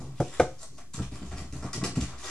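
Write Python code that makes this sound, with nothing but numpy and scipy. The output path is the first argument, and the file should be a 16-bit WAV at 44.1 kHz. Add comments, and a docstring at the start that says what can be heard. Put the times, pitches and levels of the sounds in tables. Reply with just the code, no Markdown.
"""In a small room, two knocks sound on a desk, amid box bumps and rustling paper that begin before them.
Knocks are decaying desk modes under a noise clatter and tick; paper is bursts of random clicks.
Bumps excite the modes of the cardboard box and scuffing noise; a narrow resonance squeaks once.
A low boom and a low hum are narrow-band noise on level curves, over a steady noise floor.
The knocks, paper and bumps gain a diffuse tail that decays at its own speed in each band."""
import sys
import numpy as np
from scipy import signal
from scipy.fft import rfft, irfft
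from scipy.io import wavfile
from scipy.ndimage import uniform_filter1d

SR = 44100
rng = np.random.default_rng(int(sys.argv[2]) if len(sys.argv) > 2 else 0)


def generate_wav(sig):
    """Save sig (samples, or channels by samples) to the path in sys.argv[1] as 16-bit PCM at SR."""
    pcm = np.round(np.clip(np.atleast_2d(sig).T, -1, 1) * 32767).astype(np.int16)
    wavfile.write(sys.argv[1], SR, pcm)


N = 101429
TIME = np.arange(N) / SR
HZ = np.fft.rfftfreq(2 * N, 1 / SR)  # bins of the zero-padded transform

# Noise floor spectrum: (frequency [Hz], relative level [dB])
FLOOR_SPECTRUM = [(20, -2), (60, -5), (130, -9), (300, -12), (500, -26), (1000, -31), (3000, -31),
                  (7000, -27.5), (10000, -33), (15000, -47)]
FLOOR_DB = -57

# Level curve of the low hum: (time [s], level [dB])
HUM_LEVELS = [(0, -43), (.11, -40.5), (.16, -47), (.21, -68), (.55, -52), (.66, -70), (.71, -58),
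              (.83, -63.5), (.9, -71.5), (2.3, -77)]
HUM_HZ, HUM_WIDTH_HZ = 138, 6.8

# Low boom near 67 Hz, bass tail of the second knock, then the hollow box: (time [s], level [dB])
BOOM_LEVELS = [(0, -48), (.15, -62), (.385, -57), (.415, -39), (.48, -51), (.6, -63.5), (.92, -68),
               (1.0, -58), (1.08, -39.5), (1.2, -51.5), (1.35, -36.5), (1.49, -48), (1.56, -41),
               (1.72, -47), (1.85, -66), (1.93, -56.5), (2.0, -37), (2.12, -47.5), (2.3, -57)]
BOOM_HZ, BOOM_WIDTH_HZ = 67.3, 9.1

SQUEAK_START_S, SQUEAK_RISE_S, SQUEAK_FADE_S = 0.612, 0.02, 0.046  # fade: time to fall 20 dB
SQUEAK_HZ, SQUEAK_WIDTH_HZ, SQUEAK_DB = 647, 15, -51

# Bumps on the box; a fall time under 0.001 s acts as 0.001 s:
# (time [s], level before the ring and scuff trims [dB], rise [s], time to fall 20 dB [s],
#  contact corner [Hz])
BUMPS = [(0.0, -38.5, 0.0082, 0.18, 600), (0.695, -53, .015, .15, 380), (0.94, -42, 0.0058, 0.02, 270),
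         (0.971, -35.5, 0.013, 0.08, 276), (0.993, -26, .007, 0.04, 210), (1.114, -39.5, 0.0075, 0.2, 313),
         (1.213, -35.5, 0.0092, 0.08, 375), (1.316, -40.5, 0.0087, 0.37, 270),
         (1.395, -36.5, 0.028, -0.4, 280), (1.526, -38.5, 0.0037, 0.1, 337),
         (1.556, -34, 0.0043, -0.03, 300), (1.624, -38, 0.0037, 0.12, 604), (1.643, -31, 0.0046, 0.04, 380),
         (1.734, -35.5, 0.023, 0.44, 296), (1.771, -28, 0.016, -0.05, 270),
         (1.818, -28.5, 0.015, 0.0749, 650), (1.965, -22, 0.014, .06, 265), (2.022, -29, 0.0046, 0.04, 460)]
# Modes of the cardboard walls and the air inside: (frequency [Hz], level [dB], time to fall 60 dB [s])
BOX_MODES = [(67.3, -11, 0.5), (128.5, 1, 0.32), (186.5, -3.5, 0.24), (254, -4, 0.12), (293.3, -4, .13),
             (342, -23, 0.16), (443, -12.5, 0.2), (689.3, -4.5, 0.12)]
# Spectrum of scuffing along the walls: (frequency [Hz], relative level [dB])
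SCUFF_SPECTRUM = [(25, -25), (50, -16), (68, 0), (95, -10), (130, 1.5), (180, -3), (280, -2), (420, -9),
                  (560, -14), (900, -9.5), (3000, -40.5)]
BOX_RING_DB, SCUFF_DB, BOX_ROOM_DB = -2, -2, -13

# Knocks on the desk:
# (time [s], mode level [dB], contact corner [Hz], clatter level [dB], tick level [dB],
#  extra level of the low modes [dB])
KNOCKS = [(0.2002, -9, 520, -19.5, -41, 7), (0.3965, .5, 2800, -14.5, -34, -5)]
# Modes of desk and object: (frequency [Hz], level [dB], time to fall 60 dB [s])
DESK_MODES = [(131.6, -19, .15), (257.7, -25, .08), (323.6, -18.5, 0.12), (457, -18, 0.094),
              (522.5, -12.5, 0.11), (689, -17, .06), (738, -12.5, .1), (880, -25, .07), (1096, -31.5, .09),
              (1253, -32, .1), (1468, -31, .1), (1542, -29, .1), (2124, -31.5, .09), (2247, -27.5, .08)]
# Clatter spectrum before the contact softens it: (frequency [Hz], relative level [dB])
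CLATTER_SPECTRUM = [(40, -17), (90, 4.5), (190, -5), (290, 2), (420, -1.5), (720, -4), (1000, -13.5),
                    (1600, -13), (1850, -22), (2250, -16.5), (2700, -26), (3400, -19), (4500, -28.5),
                    (12000, -61)]
LOW_MODES_HZ, KNOCK_RISE_S, KNOCK_ROOM_DB = 400, 0.0028, -12
CLATTER_FADE_S, TICK_FADE_S = 0.042, 0.025  # times to fall 20 dB

# Bursts of crumpling paper; a fall time under 0.001 s acts as 0.001 s:
# (start [s], rise [s], time to fall 20 dB [s], crisp level [dB], crinkle level [dB], dull level [dB])
CRUMPLES = [(0.0, 0.0017, 0.09, -50, -62, -52.5), (0.03, 0.01, 0.9, -67, -68.5, -64.5),
            (0.139, 0.096, 0.27, -51, -54, -68), (0.24, .05, 0.38, -54, -64, -59),
            (0.315, 0.024, 0.16, -47.5, -51.5, -49), (0.576, .028, 0.12, -49.5, -72, -61),
            (0.606, 0.025, 0.0259, -40.5, -66, -50.5), (0.701, 0.063, -0.02, -61, -84, -67.5),
            (0.768, 0.02, 0.02, -49, -57, -50), (0.796, 0.0209, -0.1, -53, -61.5, -55),
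            (0.933, 0.0055, 0.08, -39.5, -49, -47), (0.981, 0.017, -0.0056, -51, -54, -41.5),
            (1.017, .005, 0.0546, -45.5, -48, -45.5), (1.11, 0.0081, 0.3, -52.5, -57, -55.5),
            (1.15, .01, -0.22, -47, -59, -42), (1.216, 0.015, 0, -54, -53, -49),
            (1.248, 0.0033, 0.5, -56.5, -60.5, -58), (1.31, 0.0095, 0.06, -52.5, -53, -45),
            (1.358, 0.024, 0.09, -46, -52, -45), (1.524, 0.002, 0.12, -48, -55, -48.5),
            (1.56, .005, 0.13, -53, -68, -52.5), (1.625, 0.00084, 0.12, -49, -60, -43),
            (1.65, 0.017, -0.13, -47.5, -54, -48), (1.729, 0.0044, 0.0645, -33.5, -39, -39),
            (1.759, 0.0044, -0.04, -38, -47, -40), (1.809, 0.0076, 0.16, -65, -58, -44),
            (1.8367, 0.00085, 0.0552, -29, -35, -35.5), (1.953, .002, .07, -41, -45, -41),
            (2.001, 0.0067, 0.105, -39.5, -43.5, -46.5), (2.071, 0.0069, 0.2, -53.5, -55, -46.5),
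            (2.174, 0.016, 2, -48, -52.5, -57.5), (2.218, 0.031, 1, -43, -44, -41.5)]
# Spectrum of small snapping creases, also used for the ticks: (frequency [Hz], relative level [dB])
CRISP_SPECTRUM = [(300, -47), (1500, -19.5), (2800, -15), (4200, -4.5), (5200, -0.5), (6500, 0.5),
                  (8300, -4), (10000, -7), (11500, -17), (13000, -35), (16000, -48)]
# Spectrum of larger crinkling creases: (frequency [Hz], relative level [dB])
CRINKLE_SPECTRUM = [(300, -39.5), (1400, -14), (2200, -1.5), (2800, -0.5), (3400, 1), (4200, -6.5),
                    (6000, -15), (12000, -43.5)]
# Spectrum of big, dull folds: (frequency [Hz], relative level [dB])
DULL_SPECTRUM = [(100, -16.5), (400, 0), (560, -6.5), (700, 2.5), (900, -4.5), (1150, 2), (1550, -3),
                 (1850, -5), (2250, -7.5), (2800, -19.5), (4500, -27), (12000, -49.5)]
CREASES_PER_S, CREASE_SPREAD_DB, PAPER_ROOM_DB = 2200, 4.2, 0.5
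PATCH_DB, PATCH_HZ, PATCH_S = 2.5, 750, 0.035  # rms depth, width and duration of the colour patches

# Reverberation of the room: (frequency [Hz], time to fall 60 dB [s])
ROOM_T60 = [(100, 0.31), (500, 0.27), (1500, 0.28), (4000, 0.33), (8000, 0.27), (14000, 0.087)]
# Likeness of the two channels: (frequency [Hz], left-right correlation [-1 to 1])
ROOM_LIKENESS = [(100, 0.99), (500, 0.96), (1000, 0.83), (2000, 0.44), (4000, -0.51), (8000, -0.24)]
# Unlikeness of the two microphones: (frequency [Hz], left minus right level [dB])
MIC_BALANCE = [(300, 0), (1200, 2), (2800, -1), (5500, 2.3), (9000, -3), (14000, -1.5)]
LEFT_LEAD_S, BAND_EDGE_HZ = 3e-5, 15700
MIC_OFFSET = -0.0074  # constant, full scale = 1


def amp(db):
    """Decibel law: converts a level to an amplitude ratio."""
    return 10 ** (np.asarray(db) / 20)


def unit(x):
    """Power normalization: scales to rms 1."""
    return x / np.sqrt(np.mean(x ** 2) + 1e-20)


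def read(points, hz):
    """Logarithmic pitch scale: interpolates a table over log frequency."""
    f, value = np.transpose(points)
    return np.interp(np.log(hz + 1), np.log(f), value)


def add(mix, s, sound):
    """Superposition: sums a sound into the mix from a time in seconds."""
    part = mix[max(round(s * SR), 0):][:len(sound)]
    part += sound[:len(part)]


def soften(hz, corner_hz):
    """Contact low-pass: a soft contact excites little above its corner."""
    return 1 / np.sqrt(1 + np.square(np.square(hz / corner_hz)))


def burst(start, rise, fade):
    """Exponential decay: a linear rise, then a fall of 20 dB in each fade time."""
    t = TIME - start
    attack = np.clip(t / max(rise, 1e-4), 0, 1)
    decay = amp(-20 * np.maximum(t - rise, 0) / max(fade, 1e-3))
    return attack * decay


def steady(x, size):
    """Short-time power normalization: evens out the slow swings of a noise."""
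    return x / np.sqrt(np.abs(uniform_filter1d(x ** 2, size)) + 1e-9)


def colour(x, points, gain=1):
    """Minimum-phase filtering: a causal response of unit power with the given spectrum."""
    magnitude = unit(amp(read(points, HZ)) * gain)
    cepstrum = irfft(np.log(np.maximum(magnitude, 1e-5)))
    # folding the cepstrum onto positive times makes the filter causal
    cepstrum[1:N] *= 2
    cepstrum[N + 1:] = 0
    response = np.exp(rfft(cepstrum))
    return irfft(rfft(x, 2 * N) * response)[..., :N]


def narrow(hz, width_hz):
    """Resonant filtering: noise in a narrow band wavers, here held to an even level."""
    spectrum = rfft(rng.standard_normal(2 * N)) * soften(HZ - hz, width_hz)
    return steady(unit(irfft(spectrum)[:N]), size=2500)


def drone(levels, hz, width_hz):
    """Amplitude modulation: a narrow resonance follows a level curve."""
    return narrow(hz, width_hz) * amp(np.interp(TIME, *np.transpose(levels)))


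def ring(modes, gains):
    """Modal superposition: sums decaying sinusoids of alternating sign over half a second."""
    t = TIME[:SR // 2]
    total = np.zeros(len(t))
    for k, ((hz, db, t60), gain) in enumerate(zip(modes, gains)):
        decay = amp(db - 60 * t / t60)
        total += (-1) ** k * gain * decay * np.sin(2 * np.pi * hz * t)
    return total


def pair(two):
    """Spatial coherence: mixes unrelated signals to the left-right correlation of each band."""
    a, b = rfft(two, 2 * N)
    same = np.clip(read(ROOM_LIKENESS, HZ), -1, 1)
    mid = a * np.sqrt((1 + same) / 2)
    side = b * np.sqrt((1 - same) / 2)
    return irfft(np.array([mid + side, mid - side]))[:, :N]


def room(x, wet_db):
    """Diffuse reverberation: direct sound plus a noise tail that decays at its own speed in each band."""
    hz, t, z = signal.stft(rng.standard_normal((2, SR // 2)), SR, nperseg=256)
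    decay = amp(-60 * t / read(ROOM_T60, hz)[:, None])
    tail = signal.istft(z * decay, SR, nperseg=256)[1]
    tail *= np.clip(TIME[:tail.shape[1]] / 0.0006, 0, 1)  # rises over 0.6 ms
    tail /= np.linalg.norm(tail[0])
    wet = pair(signal.fftconvolve(x[None], tail, axes=1)[:, :N])
    return (x + amp(wet_db) * wet) / np.hypot(1, amp(wet_db))


def creases():
    """Impulsive buckling: a dense random train of tiny clicks of very uneven size."""
    size = amp(CREASE_SPREAD_DB * np.minimum(rng.exponential(1, N), 5))
    sign = rng.choice([-1, 1], N)
    happens = rng.random(N) < CREASES_PER_S / SR
    return steady(size * sign * happens, size=700)


def colour_patches(x):
    """Time-varying filtering: random drifting patches of colour make the crackle uneven."""
    z = signal.stft(x, SR, nperseg=512, noverlap=384)[2]
    bins, frames = max(round(PATCH_HZ * 512 / SR), 1), max(round(PATCH_S * SR / 128), 1)
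    patches = uniform_filter1d(rng.standard_normal(z.shape), bins, axis=0)
    patches = unit(uniform_filter1d(patches, frames, axis=1))
    gain = unit(amp(PATCH_DB * patches))
    return signal.istft(z * gain, SR, nperseg=512, noverlap=384)[1][:N]


def noise_floor():
    """Stationary noise: two partly correlated channels share a fixed spectrum."""
    return amp(FLOOR_DB) * pair(colour(rng.standard_normal((2, N)), FLOOR_SPECTRUM))


def hum():
    """Narrow-band noise: a low hum wavers about one frequency on a level curve."""
    return drone(HUM_LEVELS, HUM_HZ, HUM_WIDTH_HZ)


def boom():
    """Low resonance: narrow-band noise gives the second knock's bass tail, then the hollow box."""
    return drone(BOOM_LEVELS, BOOM_HZ, BOOM_WIDTH_HZ)


def squeak():
    """Frictional resonance: rubbed cardboard sings for a moment in a narrow band."""
    envelope = burst(SQUEAK_START_S, SQUEAK_RISE_S, SQUEAK_FADE_S)
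    return amp(SQUEAK_DB) * narrow(SQUEAK_HZ, SQUEAK_WIDTH_HZ) * envelope


def box_bumps():
    """Modal excitation and friction: each bump rings the box and scuffs along its walls."""
    out = np.zeros(N)
    mode_hz = np.array(BOX_MODES)[:, 0]
    scuff_hz = np.arange(SR // 2 + 1)  # one second of noise has bins 1 Hz apart
    for s, db, rise, fade, dull_hz in BUMPS:
        modes = ring(BOX_MODES, soften(mode_hz, dull_hz))
        modes *= np.minimum(TIME[:len(modes)] / rise, 1)
        add(out, s, amp(db + BOX_RING_DB) * modes)

        tone = amp(read(SCUFF_SPECTRUM, scuff_hz)) * soften(scuff_hz, dull_hz)
        scuff = irfft(rfft(rng.standard_normal(SR), SR) * tone)
        scuff = steady(unit(scuff), size=900) * burst(0, rise, fade)[:len(scuff)]
        add(out, s, amp(db + SCUFF_DB) * scuff)
    return room(out, BOX_ROOM_DB)


def knock_ticks():
    """Contact noise: bright random clicks accompany each knock."""
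    level = np.zeros(N)
    for s, _, _, _, tick_db, _ in KNOCKS:
        level += amp(tick_db) * burst(s, 0.00086, TICK_FADE_S)
    return room(colour(creases() * level, CRISP_SPECTRUM), PAPER_ROOM_DB)


def knocks():
    """Modal excitation: each knock rings desk and object, with a brief noise clatter on top."""
    out = np.zeros(N)
    mode_hz = np.array(DESK_MODES)[:, 0]
    for s, db, dull_hz, clatter_db, _, low_db in KNOCKS:
        low_gain = amp(low_db * (mode_hz < LOW_MODES_HZ))
        modes = ring(DESK_MODES, soften(mode_hz, dull_hz) ** 0.88 * low_gain)
        modes *= np.minimum(TIME[:len(modes)] / KNOCK_RISE_S, 1)
        add(out, s, amp(db) * modes)

        contact = np.sqrt(soften(HZ, dull_hz))  # gentler slope than for the modes
        clatter = steady(colour(rng.standard_normal(N), CLATTER_SPECTRUM, contact), size=400)
        out += amp(clatter_db) * clatter * burst(s, KNOCK_RISE_S, CLATTER_FADE_S)
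    return room(out, KNOCK_ROOM_DB)


def paper():
    """Buckling at three scales: small creases snap, larger ones crinkle, big folds crackle dully."""
    shapes = np.array([burst(*row[:3]) for row in CRUMPLES])
    gains = amp(np.array(CRUMPLES)[:, 3:]).T
    levels = np.sqrt(gains ** 2 @ shapes ** 2)  # overlapping bursts add in power
    out = np.zeros(N)
    for level, spectrum in zip(levels, (CRISP_SPECTRUM, CRINKLE_SPECTRUM, DULL_SPECTRUM)):
        out += colour(colour_patches(creases()) * level, spectrum)
    return room(out, PAPER_ROOM_DB)


def scene():
    """Superposition: sums the sources from the background to the paper."""
    background = noise_floor() + hum() + boom()
    contacts = squeak() + box_bumps() + knock_ticks() + knocks()
    return background + contacts + paper()


def record(dry):
    """Stereo reception: two slightly unlike microphones, the left a little nearer, band-limited and offset."""
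    tilt = amp(read(MIC_BALANCE, HZ) / 2)
    lead = np.exp(2j * np.pi * HZ * LEFT_LEAD_S)
    responses = np.array([tilt * lead, 1 / tilt])
    heard = irfft(rfft(dry, 2 * N) * responses)[:, :N]
    low_pass = signal.firwin(511, BAND_EDGE_HZ, window=("kaiser", 9), fs=SR)
    return signal.oaconvolve(heard, low_pass[None], "same") + MIC_OFFSET


dry = scene()
out = record(dry)
generate_wav(out)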